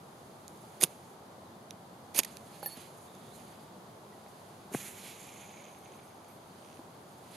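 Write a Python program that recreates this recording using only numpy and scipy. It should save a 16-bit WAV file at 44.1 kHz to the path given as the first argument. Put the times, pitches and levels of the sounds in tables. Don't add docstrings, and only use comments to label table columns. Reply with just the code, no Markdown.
import sys
import numpy as np
from scipy import signal
from scipy.fft import rfft, irfft, next_fast_len
from scipy.io import wavfile
from scipy.ndimage import map_coordinates

SR = 44100
rng = np.random.default_rng(int(sys.argv[2]) if len(sys.argv) > 2 else 0)


def put_to_file(sound):
    columns = np.atleast_2d(sound).T
    safe = np.clip(columns, -1, 1)
    whole_steps = np.round(safe * 32767)
    wavfile.write(sys.argv[1], SR, whole_steps.astype(np.int16))


def decibels_to_gain(level_db):
    exponent = np.asarray(level_db, float) / 20
    return 10 ** exponent


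N = 324742

# bite_s, slip_off_s, lift_s, bite_db, slip_off_db
STROKES = [
    (0.8074, 0.834, .846, -42, -27.5),
    (2.1463, 2.192, 2.2, -42.5, -25),
]
# start_s, ring_db, ring_hz, length_s
SLIPS = [(0.809, -36, 11500, .003), (0.8108, -28, 12410, 0.00253), (0.8299, -23, 11810, 0.00279),
         (.8315, -24, 10400, 0.001862), (.8475, -32, 9903, .002), (.8119, -26, 9300, 0.00299),
         (.8125, -27.5, 2300, .0022), (.8127, -30, 3505, .002), (0.821, -24, 12000, 0.00329),
         (.823, -23, 6398, 0.002754), (.8295, -20.5, 6430, 0.0052), (0.8341, -27.5, 7200, 0.0018),
         (0.8367, -10, 3500, 0.000678), (.8369, -18, 2697, 0.001915), (.837, 0.5367, 9450, 0.0008),
         (.8380, -6, 10350, 0.0014), (.8386, -10.5, 10000, .0008), (.8378, -20, 6200, .002),
         (0.841, -26, 3588, .0045), (2.146, -35, 10100, 0.00396), (2.162, -26, 9800, 0.0038),
         (2.172, -28, 10600, .003), (2.176, -29, 10000, 0.0029), (2.179, -21, 10820, 0.00274),
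         (2.1809, -20, 11240, .002), (2.1865, -23, 10300, .002), (2.1995, -31, 11500, 0.0026),
         (2.2005, -29, 3000, 0.002573), (2.1895, -17.5, 2572, 0.0021), (2.1896, -7.5, 12600, 0.0018),
         (2.1897, -12, 6745, 0.0023), (2.1899, -10, 9868, .0018), (2.1955, -31, 6207, 0.002),
         (2.199, -26, 8100, .0024)]
# start_s, ring_db, ring_hz, length_s, jolt_db
TICKS = [(.4798, -38.5, 7220, 0.0019, -4.5), (.4799, -46.5, 4300, .0015, 4), (.4799, -44, 9300, .0015, -3),
         (1.7078, -34.5, 6100, 0.0014, -2.5), (1.7079, -37.5, 4980, 0.0017, -7),
         (1.7079, -38, 3820, 0.0024, -9), (1.7079, -43, 10000, .0015, -3), (2.2326, -38, 3530, 0.006101, 6),
         (2.2459, -39, 11310, .0075, 7.5), (2.3694, -45.5, 2600, 0.000827, 3),
         (2.3697, -40, 4200, 0.001112, 1.5), (2.3697, -41, 10800, 0.00114, 1.5),
         (2.2315, -37, 2300, .004, -6), (2.2475, -36, 2000, 0.00574, -6), (2.2486, -42, 4200, .004, -6),
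         (2.627, -42, 1543, 0.0075, -8), (2.6594, -39.5, 2886, 0.003, 1), (2.769, -46, 10680, 0.00824, 1),
         (3.028, -56, 11500, .003, 3.5), (3.059, -60, 10500, 0.00246, 0), (3.149, -55, 6380, 0.006305, 1),
         (3.349, -57, 11500, .003, 3), (6.508, -66, 4600, .02, -15), (6.543, -64.5, 6050, .02, -15),
         (4.7385, -36, 9300, .011, -22.5)]
# centre_hz, width_hz, level_db
STEEL_MODES = [(9300, 810, 1), (10400, 490, 5.5), (11994, 2600, 0), (14200, 1400, -24.5)]
# centre_hz, width_hz, level_db
GRIP_MODES = [(1810, 440, -8), (2470, 440, -3), (3600, 460, -4), (4800, 780, -4.5), (6630, 670, -3.5)]
# centre_hz, width_hz, level_db
STUMP_MODES = [(170, 117, -9.5), (400, 154, -1.5), (801, 360, -3.5)]
# start_s, level_db, dull_knock_db, sharp_snap_db, damped_at_s
CHINKS = [
    (2.629, -39, 7, -15, 2.66),
    (2.6594, -34, -4, 0, 2.768),
]
# pitch_hz, level_db, t60_s, split_hz, beat_start_turns, beat_depth_0_to_1
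PLATE_MODES = [(565, 2, 0.018, 9, 0, 0.35), (807, -5, 0.09, 6.6, 0, .3), (1777, -7, 0.085, 3.7, 0.12, 0.3),
               (4414, -13, .7, 14, 0, .65), (8398, -28, .4, 7, .75, .5), (10290, -7.5, .32, 19, .58, .5),
               (12885, 4, .075, 9, 0, .3), (12900, -16, .6, 14, .8, .3), (14520, -25, 0.2, 12, 0.8, .5),
               (15400, -32, .2, 9, .7, .7)]
# start_s, high_mode_db, lower_mode_db, length_s
JINGLES = [(5.06, -62, -76, .05), (5.776, -72, -77, .08), (5.95, -68, -78, .03), (6.027, -71, -69, 0.0552),
           (6.273, -65, -72, 0.11), (6.44, -79.5, -78, .06), (7.108, -73, -70, 0.047)]
# start_s, level_db, final_pitch_hz, t60_s, direction_sign
THUMPS = [(.821, -26, 497, 0.0072, 1), (.8303, -23, 257, 0.045, 1), (.831, -23, 1030, .012, 1),
          (0.837, -23, 147.1, 0.044, -1), (.844, -28, 300, 0.017, 1), (2.19, -29.5, 203.6, 0.05125, -1),
          (2.774, -38, 222, .046, -1), (3.156, -38.5, 398, 0.013, -1), (4.125, -56, 1950, .09, 1),
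          (4.263, -37, 700, .012, 1), (4.716, -39, 420, 0.019, -1), (4.7205, -37.5, 300.5, .02, -1),
          (4.7295, -35, 299.7, 0.02, 1), (4.7430, -26.5, 130, .03, -1), (4.7477, -18.5, 130, .05, -1),
          (4.7427, -37, 2000, .008, -1), (4.7472, -31.5, 1924, 0.00796, 1), (4.750, -26, 750, 0.011, 1),
          (6.7932, -32.5, 230, 0.03147, 1)]
# peak_s, level_db, rise_10db_s, fall_10db_s
FLARES = [(4.742, -43.5, 0.0124, 0.1866), (4.865, -48, 0.05, 0.0456), (5.065, -49.5, 0.06, 0.0816),
          (5.12, -59.5, -0.02, 0.0589), (5.33, -60.5, 0.2, 0.233), (4.91, -57, 0.0178, .05),
          (4.97, -52.5, 0.0164, .08), (5.215, -54.5, 0.0485, 0.0834), (5.4, -58, 0.009, 0.0575),
          (4.727, -54, -0.0074, 0.06), (4.805, -49, 0.02, .05), (5.93, -71, 0.5, -0.299),
          (6.04, -69.5, .1, .12), (6.28, -69, 0, .08)]
# peak_s, level_db, rise_10db_s, fall_10db_s
LAST_LICK = (6, -64.5, -0.36, 0)
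# freq_hz, level_db_per_hz
JET_COLOUR = [(710, -41), (1200, -6.5), (1790, -1.5), (1970, 0.5), (2150, 0.5), (3520, -5), (4180, -7.5),
              (4970, -13.5), (6710, -1), (8320, -7), (11700, -0.5), (13200, -9.5), (14700, -24),
              (15700, -36)]
# centre_hz, width_hz, level_db
CALM_JET_MODES = [(10100, 1373, 4), (12000, 2000, -8.5)]
# centre_hz, width_hz, level_db
CUP_MODES = [(2300, 354.8, 1.3), (3600, 2495, -1.5)]
# centre_hz, width_hz, level_db
CALM_CUP_MODES = [(2260, 320, 1), (3730, 970, -10.5)]
# start_s, peak_db, cup_db
SPITS = [(5.2914, -44.5, 0), (5.5508, -51, -15), (5.5792, -54, -11), (5.6226, -47.5, -9),
         (5.6421, -43.5, -8), (5.6533, -44, -6), (5.666, -54, 4), (5.684, -52, 0), (5.7104, -55, -8),
         (5.7485, -52, 0), (5.7715, -59, -2), (5.8589, -53, 4.5), (5.864, -57, 6), (5.9206, -49, -3),
         (6.0556, -58, -6), (6.2462, -51, -4)]
# centre_hz, width_hz, level_db
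DROP_RIM_MODES = [(6550, 900, 0)]
# centre_hz, width_hz, level_db
DROP_CUP_MODES = [(2250, 400, 2), (3293, 1000, -6)]
# peak_s, sleeve_db, rise_10db_s, fall_10db_s, skin_db
RUSTLE = [(.918, -63.5, -0.7, 0.1457, -2.5), (1.07, -65, 0, 0.0863, -12), (2.26, -60.5, 0.0491, 0.15, 2),
          (2.37, -70, 0.1694, 0, 3.5), (2.56, -64, 0.36, -0.1, -2.5), (2.63, -65, 0.1168, 0.2316, 6),
          (2.73, -59, 0.14, 0, -7), (2.812, -57.5, 0.08, 0.0649, 3), (3.04, -65, 0.5, 0.152, -9),
          (3.2, -73.5, 0.2, -0.2, 7), (3.36, -60, 0.03, 0.06, -7), (3.385, -64, 0.17, .03, -5),
          (3.28, -67, .03, 0.1951, -3), (3.524, -65, 0.44, 0.079, 1), (3.594, -70, 0, -0.15, 3),
          (4.124, -74, 0.1954, 3, 0), (4.198, -78, .02, 2, -9), (4.4, -71.5, -0.8, 1, 1),
          (6.412, -77.5, 0.7, -1.6316, -2), (6.632, -71.5, 0.1013, 0.4428, -1), (6.78, -76, 0.4866, .07, 5),
          (7.084, -72, -0.0152, 5.3928, -5), (7.22, -74, 0.5, 0.545, 2), (7.36, -58, 0.07, .1, 1.5)]
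# freq_hz, level_db
SLEEVE_COLOUR = [(4500, -28), (6500, 2), (8000, -5.5), (10500, 2), (13000, -7.5), (15500, -31)]
# freq_hz, level_db
SKIN_COLOUR = [(1000, -16), (2000, -4), (3600, -5), (4800, -5.5), (6000, -22)]
# time_s, level_db, centre_hz, width_hz
SLIDE = [(3.0, -90, 3900, 500), (3.1, -71, 3730, 499.4), (3.25, -69, 3518, 600.4), (3.325, -67, 3642, 600),
         (3.333, -66, 4170, 500), (3.36, -66.5, 4101, 500), (3.4, -85, 3900, 600)]
# start_s, peak_db
CATCHES = [
    (6.5857, -46.5),
    (6.5964, -52),
    (6.6254, -47),
]
RIB_DB = [-40, -45, -47, -43, -42.5, -46, -42, -42.5, -46, -42]
# centre_hz, width_hz, level_db
NAIL_MODES = [(2200, 630, -1), (3067.6, 700, 0.5), (4300, 900, -11), (5960, 464.6, -1)]
# time_s, pitch_hz, level_db
BIRD = [(6.58, 8572, -82), (6.594, 8655, -76), (6.666, 9191, -74), (6.725, 9420, -73), (6.735, 9500, -80),
        (6.748, 9750, -72), (6.775, 9600, -72), (6.798, 8900, -73), (6.81, 8100, -88)]
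# freq_hz, level_db_per_hz
FAR_COLOUR = [(15, -72.5), (25, -42), (59, -28), (71, -14), (96, -4.5), (192, -0.5), (301, -7.5), (338, -4),
              (489, -7.5), (779, -5.5), (984, -9), (1200, -11.5), (2600, -32), (3380, -60.5), (5720, -120)]
# freq_hz, likeness_0_to_1
FAR_ALIKE = [(30, 0.34), (80, 1), (250, 0.94), (600, 0.68), (1200, 0.074), (2500, 0.057)]
# time_s, level_db
SWELL = [(0, 0), (1.17, -1), (1.43, 0.5), (2.52, 1.0932), (2.95, -1), (3.22, 1.5), (4.47, -0.5), (4.9, 0.5),
         (5.74, -2), (5.94, -1), (7.36, -0.2)]
# freq_hz, level_db_per_hz
HISS_COLOUR = [(880, -29), (1500, -9), (2040, -7.5), (2580, -10), (3270, -5.5), (4140, -7), (4610, -7),
               (5730, -12.5), (6260, -9), (7690, -13), (11300, -10.5), (13500, -17), (15200, -23),
               (15800, -27)]
# freq_hz, level_db
MIC_RESPONSE = [(20, -42.5), (50, -18), (90, -10.5), (150, -3.5), (13000, -0.5), (15500, -5),
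                (16000, -61.5)]
# freq_hz, level_db_per_hz
RUMBLE_COLOUR = [(10, -2), (45, -1), (70, -12), (200, -50)]


def unit(x):
    return x / np.sqrt(np.mean(x ** 2) + 1e-20)


def along(points, hz):
    f, v = np.transpose(points)
    return np.interp(np.log(hz + 1), np.log(f + 1), v)


def curves(rows, silent=-140):
    s, first, *others = np.transpose(rows)
    t = np.arange(N) / SR
    return [np.interp(t, s, first, silent, silent)] + [np.interp(t, s, column) for column in others]


def swells(rows, extra_db=0):
    s, db, rise, fall = np.transpose(rows)[:4, :, None]
    t = np.arange(0, N, 16) / SR - s
    drop_db = 10 * np.where(t < 0, -t / np.abs(rise), t / np.abs(fall))
    each = decibels_to_gain(db + extra_db - drop_db)
    return np.repeat(np.linalg.norm(each, axis=0), 16)[:N]


def wobble(rate):
    knots = rng.standard_normal(int(N * rate / SR) + 4)
    return map_coordinates(knots, [np.arange(N) * rate / SR])


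def filtered(x, response):
    m = next_fast_len(N + 8192)
    return irfft(rfft(x, m) * response(np.fft.rfftfreq(m, 1 / SR)), m)[..., :N]


def body(modes):
    def response(f):
        h = 0
        for k, (centre, width, db) in enumerate(modes):
            damping = 1j * f * width
            h = h + (-1) ** k * decibels_to_gain(db) * damping / (centre * centre - f * f + damping + 1e-9)
        return unit(np.abs(h)) * np.exp(1j * np.angle(h))
    return response


def colour(points):
    return lambda f: unit(decibels_to_gain(along(points, f)))


def grit(clump_db, rate):
    return unit(rng.standard_normal(N) * decibels_to_gain(clump_db * wobble(rate)))


def whistle(hz, width):
    steps = np.cumsum(width) / SR + 1
    knots = rng.standard_normal((2, int(steps[-1]) + 4))
    sway = map_coordinates(knots[0], [steps]) + 1j * map_coordinates(knots[1], [steps])
    return unit(np.real(sway * np.exp(2j * np.pi * np.cumsum(hz) / SR)))


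def placed(x, pan_db, loose):
    echo = np.array([np.roll(x, 31), -np.roll(x, 47)])
    return (x + loose * echo) * decibels_to_gain([[pan_db / 2], [-pan_db / 2]])


def spread(spectrum, alike):
    def response(hz):
        turn = np.arccos(np.clip(along(alike, hz), -1, 1)) / 2
        return decibels_to_gain(along(spectrum, hz)) * [np.cos(turn), np.sin(turn)]
    mid, side = filtered(rng.standard_normal((2, N)), response)
    return unit(np.array([mid + side, mid - side]))


def pressure():
    touch_s, dust_s = 0.0054, 0.04
    rows = []
    for bite, slip, lift, bite_db, slip_db in STROKES:
        rows += [
            (bite - touch_s - .005, -140, 0),
            (bite - touch_s, bite_db - 17.5, 0),
            (bite, bite_db, .5),
            (slip, slip_db, 1),
            (lift, slip_db - 6, .5),
            (lift + 0.0076, slip_db - 26, 0),
            (lift + dust_s, slip_db - 36, 0),
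            (lift + dust_s + .005, -140, 0)]
    return curves(rows)


def scraper():
    edge_db, dig = pressure()
    grip_db = edge_db + np.interp(dig, [0, 1], [-1, -5.5])
    stump_db = edge_db + np.interp(dig, [0, 1], [-2.5, -9.5])
    drive = decibels_to_gain([edge_db, grip_db, stump_db]) * [grit(3, 700), grit(3, 500), grit(3, 200)]
    ring = np.zeros(N)
    t = np.arange(SR // 40) / SR
    slips = [(*row, -14 - 0.25 * row[1]) for row in SLIPS]
    for s, db, hz, length, jolt_db in slips + TICKS:
        at = round(s * SR)
        shape = decibels_to_gain(db) * np.minimum(t / (.3 * length), 1) * np.exp(-(t / length) ** 2 * 2.2)
        chance = rng.standard_normal((3, len(t)))
        drive[:2, at:][:, :len(t)] += shape * chance[:2] * decibels_to_gain(jolt_db - 4)
        ring[at:][:len(t)] += shape * np.sin(2 * np.pi * hz * t + .15 * np.cumsum(chance[2]))
    steel = ring + filtered(drive[0], body(STEEL_MODES)) + filtered(drive[1], body(GRIP_MODES))
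    steel = filtered(steel, lambda f: 1 / np.sqrt(1 + (f / 13300) ** 24))
    stump = filtered(drive[2], body(STUMP_MODES))
    return placed(steel, pan_db=-7.0, loose=0.065) + placed(stump, pan_db=-2.5, loose=0.07)


def chinks():
    out = np.zeros(N + SR)
    t = np.arange(SR // 2) / SR
    for s, db, knock_db, snap_db, stop in CHINKS:
        ring = decibels_to_gain(snap_db / 2 - 2 - 60 * t / .006) * rng.standard_normal(len(t))
        for hz, level, t60, split, start, depth in PLATE_MODES:
            beat = 1 + depth * np.cos(2 * np.pi * (split * t + start))
            blow_db = knock_db if hz < 1200 else snap_db * (t60 < .16)
            ring += decibels_to_gain(level + blow_db - 60 * t / t60) * beat * np.sin(2 * np.pi * hz * t)
        damped = decibels_to_gain(db - 60 * np.maximum(t + s - stop, 0) / .02)
        out[round(s * SR):][:len(t)] += damped * np.minimum(t / .0008, 1) * ring
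    high = np.sin(2 * np.pi * PLATE_MODES[6][0] * t)
    lower = np.sin(2 * np.pi * PLATE_MODES[4][0] * t)
    for s, high_db, lower_db, length in JINGLES:
        swell = t / length * np.exp(1 - (2.202 * t / length) ** 1.6) * 2
        out[round(s * SR):][:len(t)] += swell * (decibels_to_gain(high_db) * high + decibels_to_gain(lower_db) * lower)
    return placed(out[:N], pan_db=-5.0, loose=0.0226)


def thumps():
    out = np.zeros(N + SR)
    t = np.arange(SR // 8) / SR
    for s, db, hz, t60, way in THUMPS:
        early_turns = 150 / hz * decibels_to_gain((db + 18.5) / 3)
        phase = 2 * np.pi * (hz * t + early_turns * (1 - np.exp(-t / .0022)))
        pointed = np.exp(-t / .004) * (.07 * np.sin(5 * phase) - .24 * np.sin(3 * phase))
        push = decibels_to_gain(db - 60 * t / t60) * (np.sin(phase) + pointed)
        out[round(s * SR):][:len(t)] += np.sign(way) * push
    return placed(out[:N], pan_db=1.0, loose=0.0086)


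def spits():
    rim, floor = np.zeros((2, N))
    for s, db, cup_db in SPITS:
        rim[round(s * SR)] = decibels_to_gain(db + 12)
        floor[round(s * SR)] = decibels_to_gain(db + cup_db + 14.5)
    rim = filtered(rim, lambda f: body(DROP_RIM_MODES)(f) ** 2 / 4)
    return rim + filtered(floor, body(DROP_CUP_MODES))


def flame():
    time = np.arange(N) / SR
    calm = np.interp(time, [5.12, 5.75], [0, 1])

    def mix(wild, still):
        return wild + (still - wild) * calm ** 1.6

    def blend(wild, still, share):
        wild_part = np.sqrt(1 - share) * filtered(grit(1.3, 60), wild)
        return wild_part + np.sqrt(share) * filtered(grit(2.351, 90), still)

    flare = swells(FLARES)
    licks = swells(FLARES[2:4] + [LAST_LICK])
    growing_db = 43 * np.maximum(5.2 - time, 0)
    dying_db = 26 * np.maximum(time - 5.53, 0)
    simmer = decibels_to_gain(-58 - dying_db - growing_db)

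    jet_level = np.hypot(flare, decibels_to_gain(-9.5) * simmer)
    jet = jet_level * blend(colour(JET_COLOUR), body(CALM_JET_MODES), 0.19 + .8 * calm)

    rim_level = np.hypot(decibels_to_gain(mix(-15, -8)) * flare, decibels_to_gain(mix(-3, -6.5)) * simmer)
    rim_flutter = decibels_to_gain((2.2 + 1.8 * calm) * wobble(130))
    rim = rim_level * rim_flutter * whistle(hz=mix(6861.1, 6360), width=mix(1450, 800))

    hollow_db = 0.3 - 150 * np.maximum(time - 5.69, 0)
    cup_level = np.linalg.norm([decibels_to_gain(mix(-13, 1.5)) * flare, licks, decibels_to_gain(hollow_db) * simmer], axis=0)
    cup_share = np.clip(0.24 + 0.7 * np.sqrt(calm), 0, 0.9)
    cup = cup_level * decibels_to_gain(0.639 * wobble(15)) * blend(body(CUP_MODES), body(CALM_CUP_MODES), cup_share)

    hiss = filtered(jet + rim + cup + spits(), lambda f: 1 / np.sqrt(1 + (f / 14700) ** 12))
    return placed(hiss, pan_db=-5.5, loose=0.04845)


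def hands():
    sleeve = swells(RUSTLE) * filtered(grit(1.7, 60), colour(SLEEVE_COLOUR))
    skin_db = np.transpose(RUSTLE)[4, :, None]
    skin = swells(RUSTLE, skin_db) * filtered(grit(1.7, 40), colour(SKIN_COLOUR))
    slide_db, hz, width = curves(SLIDE)
    slide = decibels_to_gain(slide_db - 1.5 + 3 * wobble(50)) * whistle(hz, width)
    ribs = [(6.6478 + k * .0128 + k * k * .00011, db) for k, db in enumerate(RIB_DB)]
    ticks = np.zeros(N)
    for s, db in CATCHES + ribs:
        ticks[round(s * SR)] = decibels_to_gain(db + 5)
    nail = filtered(ticks, body(NAIL_MODES))
    return placed(sleeve + skin + slide + nail, pan_db=-8.5, loose=0.069)


def bird():
    s, hz, db = np.transpose(BIRD)
    t = np.arange(N) / SR
    pitch = np.interp(t, s, hz) + 25 * wobble(60)
    level_db = np.interp(t, s, db, -140, -140) + 4 + 1.3 * wobble(60)
    return placed(decibels_to_gain(level_db) * np.sin(2 * np.pi * np.cumsum(pitch) / SR), pan_db=-2.0, loose=.2)


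def air():
    swell_db, = curves(SWELL, silent=None)
    far = spread(FAR_COLOUR, FAR_ALIKE)
    low = filtered(far, lambda f: 1 / (1 + (f / 400) ** 4))
    low_level = decibels_to_gain(-53 + swell_db + 0.63 * wobble(4.5))
    high_level = decibels_to_gain(-51.5 + .1 * swell_db + 0.31 * wobble(1.6))
    hiss = spread(HISS_COLOUR, [(2000, 0.067), (5000, 0.22), (12000, 0.31)])
    return low_level * low + high_level * (far - low) + decibels_to_gain(-63.5 + 0.32 * wobble(4.97)) * hiss


def scene():
    near = scraper() + chinks() + thumps() + flame() + hands()
    near = filtered(near, lambda f: decibels_to_gain(along(MIC_RESPONSE, f)))
    rumble = decibels_to_gain(-85.5) * spread(RUMBLE_COLOUR, [(30, .1)])
    return near + bird() + air() + rumble


def roll_off(x):
    return signal.sosfilt(signal.butter(12, 15940, fs=SR, output="sos"), x)


def record(dry):
    limited = np.clip(dry, -0.97, 0.97)
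    mix = filtered(limited, lambda f: f < 15660)
    return roll_off(mix)


dry = scene()
out = record(dry)
put_to_file(out)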